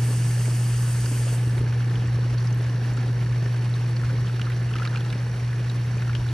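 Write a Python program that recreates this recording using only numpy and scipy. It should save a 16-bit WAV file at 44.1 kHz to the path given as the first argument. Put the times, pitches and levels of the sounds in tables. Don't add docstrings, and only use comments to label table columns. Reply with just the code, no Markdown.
import sys
import numpy as np
from scipy import signal
from scipy.fft import rfft, irfft
from scipy.io import wavfile

SR = 44100
rng = np.random.default_rng(int(sys.argv[2]) if len(sys.argv) > 2 else 0)


def wav_out(sig):
    wavfile.write(sys.argv[1], SR, np.round(np.clip(np.atleast_2d(sig).T, -1, 1) * 32767).astype(np.int16))


N = 279132
HUM_HZ = 119.94


def amp(db):
    return 10 ** (np.asarray(db) / 20)


def rms_one(x):
    return x / np.sqrt(np.mean(x ** 2) + 1e-20)


def in_time(rows):
    start_s, *columns = np.transpose(rows)
    return [np.interp(np.arange(N) / SR, start_s, column) for column in columns]


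def at_hz(points, hz):
    pitch_hz, level_db = np.array(points).T
    return np.interp(np.log(hz), np.log(pitch_hz), level_db)


def drift(rate):
    every = 40
    pole = np.exp(-2 * np.pi * rate * every / SR)
    noise = rng.standard_normal(N // every + 2002)
    slow = signal.lfilter([1], [1, -2 * pole, pole ** 2], noise)[2000:]
    return np.interp(np.arange(N) / every, np.arange(len(slow)), rms_one(slow))


# pitch_hz, side_minus_mid_db
WIDTH = [(60, -54), (100, -82), (210, -53), (330, -17), (500, -15), (800, -6), (1050, -5.5), (1500, -7),
         (2200, -7), (3600, -12), (4500, -7.5), (5100, -3.5), (5800, -4.5), (6500, -2.5), (14000, 0.5)]
# pitch_hz, left_minus_right_db
LEAN = [(400, 0), (700, 0), (1050, -3), (1550, -1), (2200, -2.8), (3800, -.6), (5200, -2.3), (5900, .5),
        (6600, -3.6), (7800, -3), (9200, 1.8), (11100, -5.5), (12500, -2.7), (14200, 0)]


def stereo(mid, side, lean, direct=0.44):
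    hz = np.maximum(np.arange(N // 2 + 1) * SR / N, 1)
    wide = amp(at_hz(WIDTH, hz))
    direct = np.clip(direct, 0, 1)
    apart = direct * 1j * rfft(mid) + np.sqrt(1 - direct ** 2) * rfft(side)
    left_right = np.array([[1], [-1]])
    pair = (rfft(mid) + wide * apart * left_right) / np.sqrt(1 + wide ** 2)
    return pair * amp(at_hz(lean, hz) / 2 * left_right), hz


def patchy_noise(spectrum, lean, shared_db, own_db, rate):
    bins, hz = stereo(*rng.standard_normal((2, N)), lean)
    lowest_hz, highest_hz = spectrum[0][0], spectrum[-1][0]
    bins = bins * amp(at_hz(spectrum, hz)) * (hz > lowest_hz)
    half_octaves = 2 * np.log2(hz)
    together = drift(rate)
    out = 0
    for k in range(int(2 * np.log2(lowest_hz)), int(2 * np.log2(highest_hz)) + 2):
        band = np.cos(np.pi / 2 * np.clip(half_octaves - k, -1, 1)) ** 2
        swell_db = shared_db * together + own_db * drift(rate)
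        out = out + amp(swell_db) * irfft(bins * band, N)
    return rms_one(out)


def resonate(x, modes):
    out = 0
    for k, (hz, width, level_db) in enumerate(modes):
        r = np.exp(-np.pi * width / SR)
        feed = (1 - r * r) / 2 * np.array([1, 0, -1])
        poles = [1, -2 * r * np.cos(2 * np.pi * hz / SR), r * r]
        out = out + (-1) ** k * amp(level_db) * signal.lfilter(feed, poles, x)
    return out


def splashes(rows, t60, modes_of):
    length = 4096
    t = np.arange(length) / SR
    out = np.zeros((2, N + length))
    for start_s, level_db, *colour in rows:
        burst = amp(-60 * t / max(t60, .003)) * rng.standard_normal((2, length))
        burst[:, 0] = 5.8
        start = round(start_s * SR)
        for mode in modes_of(*colour):
            rung = resonate(resonate(burst, [mode]), [mode])
            rung = rung / np.abs(rung).max(axis=1, keepdims=True)
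            out[:, start:start + length] += amp(level_db + mode[2]) * rung
    return irfft(stereo(*out[:, :N], LEAN)[0], N)


# start_s, level_db (rms)
HUM = [(0, -20.5), (0.9, -21), (1.05, -22.5), (1.2, -21.5), (2.3, -21.3), (2.94, -22.7), (3.1, -22),
       (4.2, -22.5), (4.38, -24), (4.55, -23), (5.39, -25.5), (5.43, -24), (6.33, -23)]


def hum():
    turn = 2 * np.pi * HUM_HZ * np.arange(N) / SR + 0.034 * drift(0.34)
    level_db, = in_time(HUM)
    return np.sqrt(2) * amp(level_db) * np.cos(turn + np.pi)


# multiple_of_mains, level_db (rms before swelling)
WHINE = [(16, -68), (18, -65), (25, -66), (27, -70), (29, -68), (30, -68), (47, -69)]


def whine():
    t = np.arange(N) / SR
    out = 0
    for multiple, level_db in WHINE:
        tone = np.sin(np.pi * HUM_HZ * multiple * t + rng.uniform(0, 2 * np.pi))
        out = out + amp(level_db + 2.9 * drift(2.8)) * tone
    return np.sqrt(2) * out


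# pitch_hz, width_hz, level_db
HOUSING = [(1044, 25, -8), (1500, 130, -10.5), (1745, 144, -3.5), (2860, 130, -12), (3770, 130, -15.5),
           (4436, 155, -8), (5500, 49, -9.5), (5754, 67, -6), (9630, 230, -22), (10150, 110, -24),
           (10150, 200, -16.5), (10950, 90, -43)]
# place_cycles, width_cycles, level_db
BUZZ_BEATS = [(.05, 0.057, -3.5), (.33, 0.031, -5), (.75, 0.19, 1.5)]


def buzz():
    cycle = HUM_HZ / 2 * np.arange(N) / SR + 0.21
    gate = 0.045
    for place, width, level_db in BUZZ_BEATS:
        away = (cycle - place + .5) % 1 - .5
        gate = gate + amp(level_db) * np.exp(-.5 * (away / width) ** 2)
    shaking = gate * amp(0.19 * drift(2.7)) * rng.standard_normal((2, N))
    pair, _ = stereo(*resonate(shaking, HOUSING), LEAN)
    return amp(-50.5) * rms_one(irfft(pair, N))


# pitch_hz, width_hz, level_db
KNOCK_MODES = [(1090, 86, -10), (1470, 290, 0), (1764, 74, 7), (2930, 280, -13), (4330, 180, -17),
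               (5560, 490, -10)]


def knock():
    cycles = np.arange(int(N / SR * HUM_HZ / 2) - 1)
    late, strength = rng.standard_normal((len(cycles), 2)).T
    start_s = (cycles + .77) * 2 / HUM_HZ + .00006 * late
    clicks = np.zeros((2, N))
    clicks[0, np.clip(start_s * SR, 0, N - 1).astype(int)] = amp(2.7 * strength)
    struck = resonate(clicks + 1e-18, KNOCK_MODES)
    pair, _ = stereo(*struck, LEAN, direct=0.57)
    return amp(-54) * rms_one(irfft(pair, N))


# start_s, rumble_db, shake_db
LOW_LEVELS = [(0, -35, -39), (.7, -38, -41.5), (1.5, -35.5, -41), (2.2, -37, -37.5), (3.1, -36, -41),
              (3.6, -37, -41), (4.4, -38, -39), (5.05, -36, -41), (5.5, -39, -41), (6.33, -37.5, -38)]
# pitch_hz, level_db (per Hz)
FLOOR_SHAKE = [(20, -34), (32, -20), (45, -3.5), (100, -5.5), (125, -7.5), (160, -46)]
THUD_DB, THUD_S = 14, 0.21


def floor_shake():
    _, shake_db = in_time(LOW_LEVELS)
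    since = np.arange(N) / SR - VALVE_STEPS[-1][0]
    thud_db = np.maximum(THUD_DB * (1 - since / THUD_S), 0) * (since > 0)
    noise = patchy_noise(FLOOR_SHAKE, LEAN, shared_db=-2.8, own_db=0.5, rate=8.4)
    return amp(shake_db + thud_db) * noise


# pitch_hz, level_db (per Hz)
RUMBLE = [(90, -27), (125, 0), (140, 4.5), (190, -2.5), (250, -7), (360, -8), (430, -10), (540, -14),
          (680, -25), (860, -16), (1200, -44)]


def sump_rumble():
    rumble_db, _ = in_time(LOW_LEVELS)
    return amp(rumble_db) * patchy_noise(RUMBLE, LEAN, shared_db=1.5, own_db=0.8, rate=36)


# pitch_hz, level_db (per Hz)
SPRAY = [(260, -18), (450, -6.5), (651, -6), (1250, -6), (1730, -5), (1920, -6.5), (2820, -11),
         (3570, -15.5), (4460, -16.5), (5250, -17), (5740, -17), (6950, -24), (10700, -26), (13900, -38),
         (15500, -58)]


def spray():
    return amp(-43) * patchy_noise(SPRAY, LEAN, shared_db=1.2, own_db=1.44, rate=31)


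# pitch_hz, level_db (per Hz)
HISS = [(1470, -13), (2500, -6.5), (2850, -3.5), (4010, -17.5), (4640, -8), (5920, -11), (6430, -12.5),
        (7440, -11.5), (8340, -3.5), (9940, -5.5), (10800, -10), (13300, -16), (15500, -26)]
# pitch_hz, left_minus_right_db
HISS_LEAN = [(2200, 1), (3500, 0), (4500, -3), (5300, 2), (6500, -9), (7500, -13), (8300, 10), (8900, -1),
             (9900, 2.5), (11200, -2), (13200, -1), (15000, 4)]
# pitch_hz, width_hz, level_db
PIPE = [(4570, 73, -4), (4740, 48, -5), (5020, 49, -4), (5355, 90, -4), (5815, 56, -4), (6270, 80, -1),
        (6700, 80, -5), (7110, 55, -3), (7890, 50, -3), (8020, 50, -1), (8220, 110, 0), (8340, 50, -1),
        (8665, 90, -3), (9040, 52, -4), (9220, 56, -3), (9670, 160, -5), (10210, 72, -5), (10900, 72, -13),
        (11400, 60, -14), (12900, 200, -18)]
# start_s, length_s, drop_db
VALVE_STEPS = [(1.338, 0.054, 8), (1.593, .04, 37)]
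VALVE_OPEN_DB, PIPE_DB = -39.5, -4
PIPE_FOLLOWS = .4


def fill_valve():
    t = np.arange(N) / SR
    level_db = VALVE_OPEN_DB
    for start_s, length_s, drop_db in VALVE_STEPS:
        level_db = level_db - drop_db * np.clip((t - start_s) / length_s, 0, 1)
    jet = patchy_noise(HISS, HISS_LEAN, shared_db=0.2, own_db=2.0, rate=12.0)
    rung = resonate(rng.standard_normal((2, N)), PIPE)
    pair, _ = stereo(*rung, HISS_LEAN, direct=0.65)
    ring_db = PIPE_DB + PIPE_FOLLOWS * (level_db - VALVE_OPEN_DB)
    return amp(level_db) * (jet * 0.69 + amp(ring_db) * rms_one(irfft(pair, N)))


def droplet(hz):
    return [(hz, 0.17 * hz, 0), (hz, 1.0 * hz, -6)]


# start_s, level_db (peak), pitch_hz
DROPS = [(1.619, -40, 9600), (2.073, -42, 7500), (2.527, -38, 6300), (2.547, -44, 12000),
         (2.62, -44, 10500), (2.935, -41, 6700), (2.968, -41, 7000), (3.525, -47, 12000), (3.7, -44, 8000),
         (3.78, -46, 8500), (4.5, -46, 11500), (5.127, -41, 8100), (5.7, -42, 7000), (5.973, -39, 7000),
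         (6.078, -45, 7000), (6.24, -46, 10000)]


def drops():
    when, size, pitch = rng.random((300, 3)).T
    hz = 300 * amp(32 * pitch)
    level_db = -42.5 + 9.4 * size + at_hz(SPRAY, hz) + 10 * np.log10(hz / 1000)
    patter = np.stack([when * (N - 1) / SR, level_db, hz], axis=1)
    return splashes([*DROPS, *patter], 0.02, droplet)


def low_thud(hz):
    return [(hz, 0.83 * hz, -2)]


# start_s, level_db (peak, before the note's own level), pitch_hz
LOW_THUDS = [(0.106, -24.5, 334), (0.479, -27, 316), (0.67, -33, 293), (1.115, -24, 243), (1.268, -27, 431),
             (1.607, -23, 264), (2.185, -24, 355), (2.338, -26, 264), (2.605, -28.5, 277),
             (2.645, -32, 374), (2.981, -29, 245), (3.181, -27, 350), (3.422, -29, 385), (4.027, -26, 245),
             (4.337, -31, 318), (4.505, -37, 274), (4.616, -33, 280), (5.011, -24.5, 242),
             (5.968, -26, 353), (6.074, -28, 367)]
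SMALL_BURBLE_DB, SMALL_BURBLE_HZ = (-45, -30.5), (240, 440)


def burbles_and_valve_thump():
    low, high = np.transpose([(0, (N - 1) / SR), SMALL_BURBLE_DB, SMALL_BURBLE_HZ])
    small = low + (high - low) * rng.random((20, 3))
    return splashes([*LOW_THUDS, *small], .04, low_thud)


# pitch_hz, width_hz, level_db
HOSE = [(1470, 460, -3.5), (2670, 650, -10), (4040, 1400, -23), (2600, 2700, -4)]


def note_over_hose(hz, ring_db):
    modes = [(hz, 0.18 * hz, 0)]
    for mode_hz, width_hz, level_db in HOSE:
        struck_db = ring_db + level_db + 2 * rng.standard_normal()
        modes.append((mode_hz, width_hz, struck_db))
    return modes


# start_s, level_db (peak), pitch_hz, ring_db (against the peak)
SLURPS_AND_BUZZES = [(0.4554, -32, 2260, -1), (1.059, -29, 4930, 0), (1.5794, -31.5, 2120, 1),
                     (1.8043, -36, 1470, -2), (1.956, -31, 3030, -7), (2.0813, -35, 1740, -5),
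                     (2.2298, -35, 1210, -9), (2.381, -35, 4300, -8), (2.4723, -30.5, 5050, -5),
                     (2.847, -38, 1730, -9), (2.9734, -32, 1370, 0), (3.2625, -34, 1740, -3),
                     (3.4596, -32, 1710, -11), (3.5445, -35.5, 1530, -10), (3.7389, -33.5, 3800, -7),
                     (3.9654, -32.5, 4270, -1), (4.0352, -31, 1370, -4), (4.097, -36, 1500, -4),
                     (4.27, -37, 2980, 0), (4.296, -37, 1410, 0), (4.3644, -36.5, 1640, 0),
                     (4.3952, -30, 1470, -1), (4.4148, -33.5, 2780, 6.5), (4.453, -38, 3920, 1),
                     (4.4687, -31, 1300, 0), (4.5, -33, 2100, 1), (4.5192, -35.5, 2430, 1.5),
                     (4.6894, -37, 2730, -7), (4.7127, -34, 1360, -6), (4.7373, -30, 2860, -1),
                     (4.7553, -28.5, 1300, 1), (4.763, -30, 1960, 2), (4.784, -33, 2320, 3),
                     (4.7976, -28.5, 1270, -3), (4.8192, -24.5, 1410, -9), (4.831, -38.5, 2760, 8),
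                     (4.8515, -27.5, 2330, 3), (4.8614, -29, 1290, 0), (4.8744, -29, 3860, 2),
                     (4.929, -31.5, 1420, -8), (4.9483, -28, 1370, -4), (4.9586, -28, 2580, 0.5),
                     (4.9724, -39, 4050, 10), (5.0067, -37.5, 3100, 4), (5.0494, -40, 3740, 7),
                     (5.1025, -34.5, 3500, 3), (5.1269, -31.5, 2390, 4), (5.5285, -35, 1730, -2),
                     (5.6974, -31, 3900, -6), (5.9807, -37, 2410, -3), (6.022, -34, 1360, 3),
                     (6.077, -34.5, 1780, 3), (6.0947, -29, 1370, -2), (6.131, -30, 2130, -0.5),
                     (6.1512, -25.5, 3000, 0.5), (6.164, -38, 3040, -3), (6.2878, -33.5, 3670, -8)]


def slurps_and_short_buzzes():
    return splashes(SLURPS_AND_BUZZES, .031, note_over_hose)


def scene():
    motor = hum() * amp([[-.05], [.05]]) + whine() + buzz() + knock()
    low_noise = floor_shake() + sump_rumble()
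    splashing = spray() + drops() + burbles_and_valve_thump() + slurps_and_short_buzzes()
    return motor + low_noise + splashing + fill_valve()


def record(dry):
    cut = signal.ellip(10, .5, 50, 15700, fs=SR, output="sos")
    settled = signal.sosfilt_zi(cut)[:, None] * dry[None, :, :1]
    return signal.sosfilt(cut, dry, zi=settled)[0]


dry = scene()
out = record(dry)
wav_out(out)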